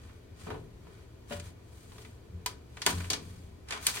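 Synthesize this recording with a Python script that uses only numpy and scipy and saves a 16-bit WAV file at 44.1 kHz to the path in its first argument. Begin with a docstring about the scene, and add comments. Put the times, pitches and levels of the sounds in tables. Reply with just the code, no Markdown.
"""Loading a receipt printer.

A paper roll goes by hand into a sheet-steel kiosk in a quiet room. The feed mechanism snaps;
the paper slides and crackles in short strokes. Hand and roll bump the housing, handling adds light
ticks and dull taps, and the frame rings with each contact. A knocked bracket chatters, flexing
panels boom faintly, and ventilation rumbles behind it all."""
import sys
import numpy as np
from scipy import signal
from scipy.fft import rfft, irfft, next_fast_len
from scipy.io import wavfile

SR = 44100
rng = np.random.default_rng(int(sys.argv[2]) if len(sys.argv) > 2 else 0)


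def waveform_to_disk(signal):
    """Save audio, clipped to [-1, 1], as 16-bit WAV at the path in sys.argv[1]."""
    frames = np.transpose(np.atleast_2d(signal))
    scaled = np.clip(frames, -1, 1) * 32767
    samples = np.round(scaled).astype(np.int16)
    wavfile.write(sys.argv[1], SR, samples)


N = 176400
TIME_S = np.arange(N) / SR

# Feed snaps. Each row: start in seconds, level in dB, body, middle and top shading in dB,
# crack T60 in seconds, pitch of the struck part in Hz, its level in dB.
FEED_SNAPS = [(2.4600, -36, -14, -5, 0, 0.076, 990, -29), (2.817, -39.5, -20, -7.5, -10.5, 0.09, 5100, -40),
              (2.8626, -28.7, -7, -0.5, -0.5, 0.085, 164, -39.5),
              (3.101, -32.5, -10, -10.5, -4, 0.12, 4370, -42),
              (3.1313, -36.5, -14, -9, -9, 0.094, 5700, -24),
              (3.8664, -26, -25.5, -13, 1.5, 0.046, 8820, -8)]
# Paper slides. Each row: peak time, rise and fall in seconds, level in dB, tilt in dB per octave.
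PAPER_STROKES = [(.08, 0.42, 0.065, -66, -0.5), (.42, 0.032, 0.11, -58, 1), (.98, 0.11, 0.057, -67, -0.5),
                 (1.332, 0.028, 0.041, -51.5, 2), (1.47, 0.03, 0.027, -56, 1.5),
                 (1.82, 0.095, 0.18, -64.5, 3.5), (2.02, 0.07, 0.082, -61.5, 2),
                 (2.9, 0.023, 0.024, -36.5, 1.5), (2.97, 0.11, 0.11, -50, 2),
                 (3.258, 0.12, 0.14, -61.5, 2.5), (3.735, 0.027, 0.05, -46, -2.5),
                 (3.847, 0.022, 0.044, -46, 4), (3.895, 0.022, 0.012, -36.5, 2),
                 (3.97, 0.052, .15, -42.5, 3)]
# Housing knocks. Each row: start in seconds, level in dB, treble in dB, crack T60 in seconds.
HOUSING_BUMPS = [(0.467, -40, -7, 0.22), (0.502, -40.5, 1.5, 0.14), (0.541, -49, -5, 0.17),
                 (.8670, -52, 0, 0.06), (1.3069, -44, 1, 0.067), (1.322, -52, 21.5, 0.094),
                 (1.918, -59, 16, 0.064), (1.981, -57.5, 19, 0.056)]
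# Light handling ticks and dull taps. Each row: start in seconds, level in dB, treble in dB.
HANDLING_TICKS = [(.094, -59.5, -44), (1.397, -57, 5.5), (2.048, -55, -18), (2.7691, -47, -20.5),
                  (3.003, -44.5, -27), (3.042, -49, -21), (3.685, -57, 1.5), (3.7062, -43, -4.5),
                  (3.722, -41.5, -12.5), (3.969, -42.5, -8)]
# Panel flexes. Each row: start in seconds, level in dB, swell in seconds.
PANEL_BOOMS = [(0.421, -42.5, 0.017), (1.337, -39, 0.04), (2.323, -38, 0.031), (2.924, -31, 0.048),
               (3.2, -41, 0.08)]
# Frame resonances. Each row: frequency in Hz, relative level in dB, T60 in seconds.
FRAME_MODES = [(156.6, -3, 0.95), (178, -4.5, 0.97), (228, -6, 0.99), (276.3, -7.5, 0.99), (388, -3, 0.17),
               (432, 0.5, 0.25), (975, -13, 0.33), (1746, -8, 0.13), (2040, -5, 0.11), (3070, -10.5, 0.081)]
# Bracket resonances. Each row: frequency in Hz, level in dB.
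BRACKET_MODES = [(231, -37.5), (580.6, -33.5), (705, -44), (1437, -46), (1700, -49), (1879, -49),
                 (2439, -52), (2815, -46), (3025, -48.5), (3892, -51)]
# Source spectra. Each row: frequency in Hz, band level in dB.
SNAP_SPECTRUM = [(90, 0.5), (190, -5), (420, 1), (560, -2), (950, 5), (1300, 5), (2000, 1.5), (4200, 4.5),
                 (7000, 1.5), (9100, 4), (10800, -3.5), (13000, -3)]
PAPER_SPECTRUM = [(150, -33), (500, -14), (1200, -3.5), (3500, -4), (7000, -6), (9600, -3.5),
                  (10600, -11.5), (13000, -14.5)]
BUMP_SPECTRUM = [(70, -2), (160, -5), (240, -12), (390, -1), (600, -6.5), (900, -1), (1500, -7.5),
                 (3000, -11), (6000, -24), (15000, -27)]
TICK_SPECTRUM = [(150, -18.5), (600, -7), (1000, -3.5), (2500, 7), (5000, 3.5), (9300, 5), (11000, -10)]
VENT_SPECTRUM = [(25, -71), (50, -65.5), (85, -50), (125, -65.5), (400, -61.5), (700, -70.5), (4000, -73.5),
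                 (15000, -80)]
# Room tail strength. Each row: frequency in Hz, gain in dB.
ROOM_SEND_DB = [(100, -15.5), (400, -5), (1200, -12), (5500, -11), (12000, -9.5)]
# Room decay. Each row: frequency in Hz, T60 in seconds.
ROOM_T60_S = [(100, 1), (600, 0.34), (6000, 0.23), (15000, 0.15)]
# Likeness of the ears. Each row: frequency in Hz, correlation from 0 to 1.
EAR_CORRELATION = [(80, 0.98), (160, 0.83), (700, 0.14), (2000, 0.1)]
# Balance. Each row: frequency in Hz, left minus right in dB.
BALANCE_DB = [(160, 1.5), (500, 3.5), (2000, 0), (4000, 1.5), (9000, 2.5), (14000, -1)]

BAND_EDGES_HZ = np.r_[22 * 2 ** np.arange(0, 8, .5), np.geomspace(5632, 16500, 7)]
BAND_HZ = np.sqrt(BAND_EDGES_HZ[1:] * BAND_EDGES_HZ[:-1])
BODY_HZ, MIDDLE_HZ, TREBLE_HZ, TOP_HZ = 330, 1330, 4580, 13200
RIGHT_LAG_SAMPLES = 4


def feed_snaps(bands):
    """The feed mechanism snaps; each snap rings one struck part."""
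    out = 0
    for start_s, db, body_db, middle_db, top_db, t60_s, *part in FEED_SNAPS:
        shading = [(BODY_HZ, body_db), (MIDDLE_HZ, middle_db), (TREBLE_HZ, 0), (TOP_HZ, top_db)]
        out += contact(bands, start_s, db, SNAP_SPECTRUM, shading, t60_s, part)
    return out


def paper_slide(bands, slips_per_s=300, slip_s=0.0047, slip_share=0.48):
    """Friction hiss swells and fades with each stroke, broken into tiny slips."""
    slips = (rng.random(N) < slips_per_s / SR) * rng.exponential(1, N)
    crackle = signal.lfilter([1], [1, -np.exp(-1 / (slip_s * SR))], slips + 1e-18)
    octaves = np.log2(np.maximum(BAND_HZ, MIDDLE_HZ) / TREBLE_HZ)
    band_power = 0
    for peak_s, rise_s, fall_s, db, tilt_db in PAPER_STROKES:
        width_s = np.where(TIME_S < peak_s, rise_s, fall_s)
        swell = np.exp(-((TIME_S - peak_s) / width_s) ** 2)
        gains = from_db(db + at_hz(PAPER_SPECTRUM, BAND_HZ) + tilt_db * octaves)
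        band_power += np.outer(gains ** 2, swell)
    hiss = np.einsum("bt,bct->ct", np.sqrt(band_power), bands)
    return hiss * np.sqrt(1 - slip_share + slip_share * crackle / crackle.mean())


def housing_bumps(bands):
    """Hand and roll knock dully on the housing."""
    out = 0
    for start_s, db, treble_db, t60_s in HOUSING_BUMPS:
        shading = [(BODY_HZ, 0), (MIDDLE_HZ, treble_db / 2), (TREBLE_HZ, treble_db)]
        out += contact(bands, start_s, db, BUMP_SPECTRUM, shading, t60_s)
    return out


def handling_ticks(bands, t60_s=0.078):
    """Light handling ticks and dull taps."""
    return sum(contact(bands, start_s, db, TICK_SPECTRUM, [(MIDDLE_HZ, 0), (TOP_HZ, treble_db)], t60_s)
               for start_s, db, treble_db in HANDLING_TICKS)


def bracket_ring(start_s=1.3085, swell_s=0.0038, free_s=0.15, chatter_per_s=108, chatter_db=2):
    """A knocked hollow bracket, to the left, chatters in its seat until the hand damps it."""
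    t = np.maximum(TIME_S - start_s, 0)
    knots_s = np.arange(0, TIME_S[-1], 1 / chatter_per_s)
    modes = 0
    for hz, db in BRACKET_MODES:
        mode = ring(t, hz, db, t60_s=0.28)
        chatter = np.interp(t, knots_s, rng.standard_normal(len(knots_s)))
        modes += mode * from_db(chatter_db * chatter)
    swell = 1 - np.exp(-t / swell_s)
    hand_damping = decay(np.maximum(t - free_s, 0), t60_s=0.078)
    return modes * swell * hand_damping * pan(left_db=2)


def panel_booms(mode_hz=88.14, octave_db=-10):
    """A pushed panel swells and dies on its lowest mode and the octave above."""
    out = 0
    for start_s, db, swell_s in PANEL_BOOMS:
        t = np.maximum(TIME_S - start_s, 0)
        envelope = t / swell_s * np.exp(1 - t / swell_s)
        phase = 2 * np.pi * mode_hz * t
        octave = from_db(octave_db) * np.sin(2 * phase + rng.uniform(0, 2 * np.pi))
        out += from_db(db) * envelope * (np.sin(phase) + octave)
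    return out * pan(at_hz(BALANCE_DB, mode_hz))


def ventilation(bands, hum_hz=116.8, hum_db=-57):
    """Steady low rumble with a faint mains hum."""
    rumble = np.tensordot(from_db(at_hz(VENT_SPECTRUM, BAND_HZ)), bands, 1)
    return rumble + from_db(hum_db) * np.sin(2 * np.pi * hum_hz * TIME_S)


def contact(bands, start_s, db, spectrum, shading, t60_s, part=None):
    """One impact: direct click, crack of dense short modes, room tail, ring of frame and any part."""
    attack_s, room_build_s, damped_above_hz = 0.0016, 0.011, 6900
    build_cycles, part_t60_cycles = 3.4, 94
    start = int(start_s * SR)
    length = min(N - start, SR * 2 // 3)
    t, hz = TIME_S[:length], BAND_HZ[:, None]

    def level_db(at):
        return db + at_hz(spectrum, at) + at_hz(shading, at)

    onset = from_db(level_db(hz)) * (1 - np.exp(-t * hz / build_cycles))  # lows arrive late
    crack = decay(t, t60_s * np.minimum(damped_above_hz / hz, 1))
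    tail = from_db(at_hz(ROOM_SEND_DB, hz)) * decay(t, at_hz(ROOM_T60_S, hz))
    tail *= 1 - np.exp(-t / room_build_s)
    sound = np.einsum("bt,bct->ct", onset * np.hypot(crack, tail), bands[:, :, start:start + length])
    click_noise = bands[:, 0, start // 2:start // 2 + length]  # same for both ears
    click = (onset * click_noise).sum(axis=0) * from_db(3.5) * decay(t, t60_s=0.027)
    sound += [click, np.roll(click, RIGHT_LAG_SAMPLES)]
    for mode_hz, mode_db, mode_t60_s in FRAME_MODES:
        sound += ring(t, mode_hz, level_db(mode_hz) + mode_db + rng.normal(0, 2), mode_t60_s)
    if part:
        part_hz, part_db = part
        sound += ring(t, part_hz, part_db, part_t60_cycles / part_hz)
    sound *= np.minimum(t / attack_s, 1)
    return np.pad(sound, ((0, 0), (start, N - start - length)))


def ring(t, hz, db, t60_s):
    """One decaying mode; higher modes differ more in phase between the ears."""
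    phase = rng.uniform(0, 2 * np.pi) + rng.standard_normal((2, 1)) * (1 - at_hz(EAR_CORRELATION, hz))
    gains = pan(at_hz(BALANCE_DB, hz)) * from_db(db)
    return gains * decay(t, t60_s) * np.sin(2 * np.pi * hz * t + phase)


def cabinet_resonance(white, ripple_db=2.5, ripple_step_hz=60, boost_db=5, half_width_hz=6.5):
    """Colours noise with the frame's modes and the close, uneven peaks of a steel box."""
    size = next_fast_len(white.shape[-1])
    hz = np.arange(size // 2 + 1) * SR / size
    knots_hz = np.arange(0, SR / 2, ripple_step_hz)
    ripple = np.interp(hz, knots_hz, rng.standard_normal(len(knots_hz))) * np.minimum(hz / MIDDLE_HZ, 1)
    peaks = sum(1 / (1 + ((hz - mode_hz) / half_width_hz) ** 2)
                for mode_hz, _, _ in FRAME_MODES if mode_hz > BODY_HZ)
    return irfft(rfft(white, size) * from_db(ripple_db * ripple + boost_db * peaks), size)


def noise_bands():
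    """Cabinet-coloured pink noise, left ear leading; shape is bands x 2 x N."""
    noise = cabinet_resonance(rng.standard_normal((2, 2, N + SR // 4)))
    bands = []
    for k, hz in enumerate(BAND_HZ):
        low_hz, high_hz = BAND_EDGES_HZ[k:k + 2]
        bandpass = signal.butter(2, [low_hz, high_hz], "band", fs=SR, output="sos")
        pair = signal.sosfilt(bandpass, noise[k % 2])[:, -N:]
        mid, side = pair / pair.std() * np.sqrt(np.log2(high_hz / low_hz))
        correlation = at_hz(EAR_CORRELATION, hz)
        mid, side = mid * np.sqrt(1 + correlation), side * np.sqrt(1 - correlation)
        bands.append(pan(at_hz(BALANCE_DB, hz)) * [mid + side, np.roll(mid - side, RIGHT_LAG_SAMPLES)])
    return np.array(bands)


def from_db(db):
    """Decibels to gain."""
    return 10 ** (np.asarray(db) / 20)


def at_hz(table, hz):
    """Table lookup on a log-frequency axis."""
    knots_hz, values = np.transpose(table)
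    return np.interp(np.log(hz), np.log(knots_hz), values)


def decay(t, t60_s):
    """Exponential fall, 60 dB in t60_s."""
    return np.exp(-np.log(1000) * t / t60_s)


def pan(left_db):
    """Left and right gains for a level difference."""
    return from_db(left_db * np.array([[.5], [-.5]]))


def scene():
    """Sum of all sources; each noisy one gets its own time shift of the bands."""
    bands = noise_bands()
    mix = panel_booms() + bracket_ring()
    sources = (ventilation, paper_slide, feed_snaps, housing_bumps, handling_ticks)
    for k, source in enumerate(sources):
        mix += source(np.roll(bands, k * N // len(sources), axis=2))
    return mix


def record(dry):
    """Steep low-pass at 16 kHz."""
    return signal.sosfilt(signal.ellip(10, .1, 80, 16000, fs=SR, output="sos"), dry)


dry = scene()
out = record(dry)
waveform_to_disk(out)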